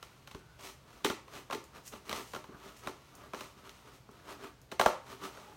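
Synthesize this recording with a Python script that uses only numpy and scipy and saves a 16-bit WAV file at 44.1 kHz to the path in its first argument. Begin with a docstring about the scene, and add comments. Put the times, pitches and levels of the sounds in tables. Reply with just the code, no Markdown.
"""A taped cardboard box is cut open with a small knife, close up in a quiet living room.
Under it all lie a low rumble with soft hiss and the faint rustle of an arm on the lid. Tape and board snap
at once: bursts of breaking fibres ring the box, and the room answers briefly. Soft bumps boom the air inside,
creases tick, a faint thin whistle swells; from half a second the blade rasps in strokes of noisy fibre breaks.
The hardest snaps come just after 1 s and near 4.8 s; a faint lower tone joins the last strokes at 5.5 s."""
import sys
import numpy as np
from scipy import signal
from scipy.fft import rfft, irfft
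from scipy.io import wavfile

SR = 44100
rng = np.random.default_rng(int(sys.argv[2]) if len(sys.argv) > 2 else 0)


def bounce(signal):
    """Save signal as a 16-bit WAV file at the path given by the first command-line argument."""
    frames = np.transpose(np.atleast_2d(signal))
    limited = np.clip(frames, -1, 1)
    pcm = np.round(limited * 32767).astype(np.int16)
    wavfile.write(sys.argv[1], SR, pcm)


N = 245195


def undb(db):
    """Decibels to gain."""
    return 10 ** (np.asarray(db) / 20)


def unit(x):
    """Scale to an rms of one."""
    return x / np.sqrt(np.mean(x ** 2) + 1e-30)


def contour(points, hz):
    """Read (Hz, value) points on a log-frequency axis."""
    f, value = np.transpose(points)
    return np.interp(np.log(hz + 1), np.log(f), value)


def response(points, size=1024):
    """Causal (minimum-phase) impulse response with the given spectrum."""
    level_db = contour(points, np.fft.rfftfreq(size, 1 / SR))
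    cepstrum = irfft(np.log(undb(level_db)))
    # folding the cepstrum forward puts all the sound after the impulse
    cepstrum[1:size // 2] *= 2
    cepstrum[size // 2 + 1:] = 0
    return irfft(np.exp(rfft(cepstrum)))


def ring(modes, size=4096):
    """Impulse response of damped resonances, neighbours swinging in opposite senses; 0 dB is a gain of one."""
    t = np.arange(size) / SR
    out = np.zeros(size)
    for k, (hz, width, db) in enumerate(modes):
        gain = (-1) ** k * undb(db) * 2 * np.pi * width / SR
        out += gain * np.exp(-np.pi * width * t) * np.cos(2 * np.pi * hz * t)
    return out


def through(x, impulse):
    """Pass a sound through an impulse response."""
    return signal.fftconvolve(x, impulse)[:len(x)]


def add(track, s, sound):
    """Mix a sound into the track at time s."""
    start = max(int(s * SR), 0)
    track[start:start + len(sound)] += sound[:N - start]


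def walk(rate):
    """Smooth random wander of about unit size, taking a new target `rate` times a second."""
    knots = rng.standard_normal(8192)
    return np.interp(np.arange(N) / SR * rate, np.arange(len(knots)), knots)


def fibres(size, share, spread_db):
    """Tiny breaks of uneven strength, in a given share of all instants."""
    breaks = rng.random(size) < share
    return breaks * rng.standard_normal(size) * undb(spread_db * rng.standard_normal(size))


def blow(x, db):
    """Give a short sound the energy of a steady level held for 10 ms."""
    return x * undb(db) * np.sqrt(.01 * SR / (np.sum(x ** 2) + 1e-30))


# Colour of the quiet room. Each row: frequency in Hz, relative level in dB per Hz.
HUSH_SPECTRUM = [(20, -22), (33, -2), (50, 2), (75, 3.5), (100, -4), (122, 7.5), (160, -2.5), (260, -6.5),
                 (450, -9), (1100, -14), (2000, -20), (4500, -22), (10000, -32.5), (16000, -33.5)]


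def hush(level_db=-60.5):
    """The quiet room: steady noise shaped into a low rumble and a soft hiss."""
    colour = undb(contour(HUSH_SPECTRUM, np.fft.rfftfreq(N, 1 / SR)))
    noise = irfft(rfft(rng.standard_normal(N)) * colour, N)
    return unit(noise) * undb(level_db)


# Stiff board resonances. Each row: frequency in Hz, width in Hz, relative level in dB.
BOARD_MODES = [(935, 540, -5), (1128, 164, 3.5), (1379, 89, -1.5), (1632, 110, -6)]
# Colour of cracking tape. Each row: frequency in Hz, relative level in dB per Hz.
CRACK_SPECTRUM = [(700, -6.5), (1300, -2.5), (1750, 1), (2000, 2.5), (2400, 0.5), (2850, 1), (3400, -1.5),
                  (4100, -2.5), (4850, -9), (5800, -10.5), (7500, -26), (12000, -58.5)]
# Bright top of the tape sound. Each row: frequency in Hz, relative level in dB per Hz.
SIZZLE_SPECTRUM = [(3000, -23), (5200, 4), (6500, 7), (7500, 2.5), (9000, 3.5), (10200, -2), (12500, -1),
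                   (16000, -5.5)]
# How the arm's rustle comes and goes. Each row: time in seconds, relative level in dB.
RUSTLE = [(0.199, 3), (0.5, -2), (1.7, -2), (2.5, 0), (3.1, 3), (3.8, 5.5), (4.05, -9), (4.65, -14),
          (5.202, 5)]


def fidget(knock_db=-73, crack_db=-73, sizzle_db=-79, wander_db=2.0):
    """The resting arm shifts on the lid: dense tiny breaks of wandering strength rustle board and tape."""
    rub = fibres(N, .15, 0.73) * undb(wander_db * walk(7.8))
    level = undb(np.interp(np.arange(N) / SR, *np.transpose(RUSTLE)))
    knock = undb(knock_db) * unit(through(rub, ring(BOARD_MODES)))
    crack = undb(crack_db) * unit(through(rub, response(CRACK_SPECTRUM)))
    sizzle = undb(sizzle_db) * unit(through(rub, response(SIZZLE_SPECTRUM)))
    return level * (knock + crack + sizzle)


# Tape and board giving way. Each row: start in seconds, strength in dB, extra tape crack in dB,
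# extra panel thud in dB, time from start to the thick of the tear in seconds.
SNAPS = [(0.0269, -52.5, 5, -13, 0.0015), (0.273, -56, 5.5, -11, 0.0024), (0.3107, -56.5, 4.5, -11, 0.0029),
         (0.347, -51.5, -0.5, 6.5, .0014), (0.590, -59.5, 2, -19, 0.0037), (1.0451, -33.5, 5.5, 6, 0.0026),
         (1.062, -40.5, 2.5, -3, 0.0014), (1.0982, -36.5, -1.5, 0.5, 0.0023), (1.279, -56.5, -4, -7, .002),
         (1.4986, -43, -10.5, -6, 0.0019), (1.508, -42, -2, -17, 0.0026), (1.524, -39.5, -4.5, -13, 0.0018),
         (1.528, -42, 2, 1, 0.0035), (1.546, -53.5, 8.5, 16.5, 0.0025), (1.9345, -49.5, -5, 0, 0.0019),
         (2.0938, -47.5, 8, 3.5, 0.0012), (2.1093, -46, -4, -23, 0.0011), (2.113, -47, 2, -19, 0.0016),
         (2.1274, -40.5, 2.5, -6, .0012), (2.334, -45, -2.5, 2, 0.0023), (2.3469, -45, -0.5, -8, 0.0024),
         (2.3602, -42.5, -6.5, -3.5, 0.0022), (2.440, -53, -4, -5, .0022), (2.485, -61, -9, 15.5, 0.0045),
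         (2.86, -56.5, 1, 13, 0.0026), (2.871, -39.5, -2, -6, 0.002), (2.893, -58.5, -5, 13.5, 0.001),
         (3.333, -41, -7, 0, 0.0022), (3.346, -48, -1, -8, 0.00092), (3.407, -48.5, 3.5, 1.5, 0.002),
         (3.693, -64, 13.5, -12, 0.0012), (4.089, -60, -21.5, 9, 0.0012), (4.2835, -57, -9, -15, 0.0028),
         (4.7145, -48, 3, 3, 0.0031), (4.7215, -48, -3, -6, 0.0017), (4.7953, -27, -2.5, -7.5, 0.0018),
         (4.8119, -28.5, -3, -22, .0013), (4.8595, -22.5, -8, -10, .0015), (5.372, -51, -10, -3, 0.0018)]
# Hollow box panels. Each row: frequency in Hz, width in Hz, relative level in dB.
PANEL_MODES = [(209, 70, -8.5), (303, 40.5, -2), (395, 113, 0), (439.2, 70.7, 1.5)]
# The box flap. Each row: frequency in Hz, width in Hz, relative level in dB.
FLAP_MODES = [(522, 165, 4), (614, 228, 4.5), (860, 128, -8)]


def snaps(thud_db=-2, flap_db=-6, knock_db=1.0, crack_db=-1, sizzle_db=-10, sizzle_slope=1.0,
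          flap_loosens_db_per_s=1.29, strain_db=-22, strain_s=0.0018, fray_db=-12, fray_s=0.01, size=4096):
    """Each snap is a quick avalanche of breaking fibres that rings panels, flap, board and tape.
    Returns the sound that comes straight to the microphone and the sound sent into the room."""
    direct, sent = np.zeros(N), np.zeros(N)
    lead = .012  # seconds kept before the break
    t = np.arange(size) / SR - lead
    after = np.maximum(t, 0)
    # stiff board radiates little treble; that comes from the tape
    soft = signal.butter(2, 1900, fs=SR)
    bodies = [signal.lfilter(*soft, ring(modes)) for modes in (PANEL_MODES, FLAP_MODES, BOARD_MODES)]
    bodies += [response(CRACK_SPECTRUM), response(SIZZLE_SPECTRUM)]
    for s, db, tape, panel, length in SNAPS:
        swell = after ** 2 * np.exp(-2 * after / length)
        # the flap swings more freely as the cut goes on
        flap = flap_db + flap_loosens_db_per_s * s
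        shares = [thud_db + panel, flap, knock_db, crack_db + tape, sizzle_db + sizzle_slope * tape]
        # a few fibres give just before the break, and the torn edge goes on fraying after it
        strain = blow(fibres(size, 0.3, 3.2) * np.exp(-np.abs(t) / strain_s) * (t < 0), strain_db)
        fray = blow(fibres(size, 0.0065, 3.1) * np.exp(-after / fray_s) * (t > 0), fray_db)
        for body, share in zip(bodies, shares):
            avalanche = blow(rng.standard_normal(size) * swell, 0)
            force = strain + avalanche + fray
            add(direct, s - lead, blow(through(force, body), db + share))
            # summed over all directions the tear has just the smooth colour of the body
            add(sent, s + length, blow(body, db + share))
    return direct, sent


# Narrow resonances that ring on. Each row: frequency in Hz, width in Hz, relative level in dB.
RINGS = [(297.2, 13, 4), (353, 5.4, -3.5), (439, 6.6, -1), (530.6, 11, -2.5), (665, 1.9, -6),
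         (799, 3.7, -1.5), (905, 5, 1), (921, 2.6, -4.5), (1098, 3.3, -5), (1193, 11, -6.5),
         (1293, 7.2, -10.5)]


def ringing(x, level_db=2):
    """Lightly damped narrow resonances go on sounding after each excitation."""
    return undb(level_db) * through(x, ring(RINGS, size=20000))


# The room's answer. Each row: band centre in Hz, time to die away by 60 dB in seconds,
# level in dB relative to the sound sent in.
ROOM = [(103.5, 0.25, -11), (285, 0.24, -1), (534, 0.31, -4), (1040, 0.32, -6), (2100, 0.39, -5.5),
        (4030, 0.31, -4), (8550, 0.32, -1.5), (15300, 0.19, 1)]


def room(x, first_s=0.003, build_s=0.00053, size=24000):
    """Dense reflections off near walls and furniture, dying at their own rate in each band."""
    t, hz = np.arange(size) / SR, np.fft.rfftfreq(size, 1 / SR)
    centres = np.array(ROOM)[:, 0]
    noise, tail = rfft(rng.standard_normal(size)), np.zeros(size)
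    onset = 1 - np.exp(-np.maximum(t - first_s, 0) / build_s)
    for (_, t60, db), own in zip(ROOM, np.eye(len(ROOM))):
        # each band fades out towards its neighbours' centres
        weight = contour(np.c_[centres, own], hz)
        decay = np.exp(-np.log(1000) * t / t60)
        band = irfft(noise * weight) * onset * decay
        tail += undb(db) * band * np.sqrt(np.mean(weight ** 2) / np.sum(band ** 2))
    return through(x, tail)


# Palm and forearm bumping the box. Each row: start in seconds, level in dB held for 10 ms.
BUMPS = [(0.348, -43.5), (1.048, -55), (1.529, -53), (2.13, -52), (2.487, -76), (2.546, -53.5),
         (2.875, -49), (4.797, -42.5), (4.858, -43)]
# Air inside the box. Each row: frequency in Hz, width in Hz, relative level in dB.
AIR_MODES = [(76, 12, -16), (132, 8.4, -3.5), (160, 71, 4.5)]


def bumps(push_s=0.0057):
    """A soft push makes the air in the box boom."""
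    out, t = np.zeros(N), np.arange(4096) / SR
    push = t * np.exp(-2 * t / push_s)
    boom = through(push, ring(AIR_MODES))
    for s, db in BUMPS:
        add(out, s, blow(boom, db))
    return out


# Creasing tape. Each row: start in seconds, level in dB held for 10 ms.
TICKS = [(0.392, -70), (1.640, -59.5), (3.152, -58), (4.112, -68), (4.616, -64.5)]


def ticks(decay_s=0.0032, size=2048):
    """A crease in the tape flips over: a tiny bright crackle of fast-fading noise."""
    out, t = np.zeros(N), np.arange(size) / SR
    for s, db in TICKS:
        flip = rng.standard_normal(size) * np.exp(-t / decay_s)
        add(out, s, blow(through(flip, response(SIZZLE_SPECTRUM)), db))
    return out


# Faint thin whistles. Each row: middle in seconds, half length in seconds,
# pitch in Hz, peak level in dB.
WHISTLES = [(0.513, 0.17, 1480, -65.5), (5.502, 0.066, 850, -58.5)]


def whistles(width_hz=32):
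    """Faint thin whistles: noise through a narrow resonance, unsteady in pitch, swelling and fading."""
    out, t = np.zeros(N), np.arange(N) / SR
    for s, half, hz, db in WHISTLES:
        swell = np.exp(-((t - s) / half) ** 2)
        tone = unit(through(rng.standard_normal(N), ring([(hz, width_hz, 0)])))
        out += undb(db) * swell * tone
    return out


# Blade strokes. Each row: moment of hardest pressure in seconds, rise in seconds, fall in seconds,
# strength in dB, brightness in dB (high in tape, low in bare board).
STROKES = [(0.65, 0.065, 0.092, -53, 6.5), (0.93, 0.1, 0.21, -60.5, 1), (1.365, 0.078, 0.062, -49, 2),
           (1.765, 0.037, 0.042, -50, -1), (1.875, .035, 0.023, -76, 24.5), (1.93, 0.015, 0.068, -52, 1.5),
           (2.08, 0.045, 0.075, -53.5, 3), (2.17, 0.058, 0.061, -44.5, 2), (2.29, 0.15, 0.14, -69, 12.5),
           (2.55, 0.079, 0.026, -56.5, -18), (2.67, 0.11, 0.08, -54, 1), (2.785, 0.051, .04, -70.5, 13.5),
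           (2.85, .04, 0.046, -51, 0), (3.24, 0.12, .05, -54, -4.5), (3.385, 0.059, 0.14, -54, 4),
           (3.59, 0.028, 0.024, -58, 0), (3.665, 0.045, 0.03, -53, -1), (3.76, 0.078, 0.13, -76, 9),
           (3.875, 0.038, 0.061, -56, -1.5), (3.955, 0.042, .04, -67, 8), (4.17, 0.12, 0.07, -61, -1),
           (4.311, 0.072, 0.049, -47, 0), (4.44, 0.064, 0.067, -47.5, -2.5),
           (5.122, 0.071, 0.036, -49.5, 2), (5.251, 0.045, 0.033, -43.5, 1), (5.41, 0.3, 0.082, -58, 1.5),
           (5.5, 0.058, .1, -61, -6)]
# Colour of the blade rasping in board. Each row: frequency in Hz, relative level in dB per Hz.
RASP_SPECTRUM = [(250, -20.5), (430, -13.5), (530, 0.5), (700, -3.5), (900, -5), (1150, 2.5), (1350, -1.5),
                 (1650, -1), (2300, -40.5), (5000, -52)]
# The cut edge singing under the blade. Each row: frequency in Hz, width in Hz, relative level in dB.
EDGE_MODES = [(1250, 170, 0)]


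def strokes(rasp_db=-3.5, edge_db=-7.0, rumble_db=-7, hiss_db=-6, sizzle_db=-13, sizzle_slope=1.52,
            tape_growth=1.2, judder_hz=260, judder_db=2.0, crackle_per_s=170, crackle_db=-11,
            drop_db=15, shape=1.79):
    """The blade parts thousands of fibres a second, catching unevenly as it goes; tape adds coarser crackles.
    Each stroke swells and eases with the pressure, the treble a little faster than the board."""
    out, t = np.zeros(N), np.arange(N) / SR
    force = unit(fibres(N, .15, 1.6) * undb(judder_db * walk(judder_hz)))
    crackle = unit(fibres(N, crackle_per_s / SR, 1.4))
    tearing = force + undb(crackle_db) * crackle
    rasp = undb(rasp_db) * unit(through(force, response(RASP_SPECTRUM)))
    rumble = undb(rumble_db) * unit(through(force, ring(PANEL_MODES)))
    edge = undb(edge_db) * unit(through(fibres(N, .15, 2.6), ring(EDGE_MODES)))
    board = rasp + rumble + edge
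    hiss = undb(hiss_db) * unit(through(tearing, response(CRACK_SPECTRUM)))
    sizzle = undb(sizzle_db) * unit(through(tearing, response(SIZZLE_SPECTRUM)))
    for s, rise, fall, db, bright in STROKES:
        # distance from the peak in rises or falls: pressure is down by drop_db at 1
        away = np.maximum((s - t) / rise, (t - s) / fall)
        span = away < 2
        pressure = undb(-drop_db * away[span] ** shape)  # shape 1 is pointed, 2 is rounded
        tape = undb(bright) * hiss[span] + undb(sizzle_slope * bright) * sizzle[span]
        out[span] += undb(db) * (pressure * board[span] + pressure ** tape_growth * tape)
    return out


def scene(stroke_room_db=-1):
    """Knife, tape and box in the room."""
    direct, sent = snaps()
    handling = fidget() + bumps() + ticks() + strokes()
    close = direct + handling + ringing(sent + handling) + whistles()
    reflections = room(sent) + undb(stroke_room_db) * room(handling)
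    return (hush() + close + reflections)[None]


def record(dry, bass_hz=43, top_hz=15950):
    """Filters cut the deepest bass and, steeply, the top of the treble."""
    thin = signal.sosfilt(signal.butter(4, bass_hz, "high", fs=SR, output="sos"), dry)
    return signal.sosfilt(signal.ellip(10, .2, 70, top_hz, fs=SR, output="sos"), thin)


dry = scene()
out = record(dry)
bounce(out)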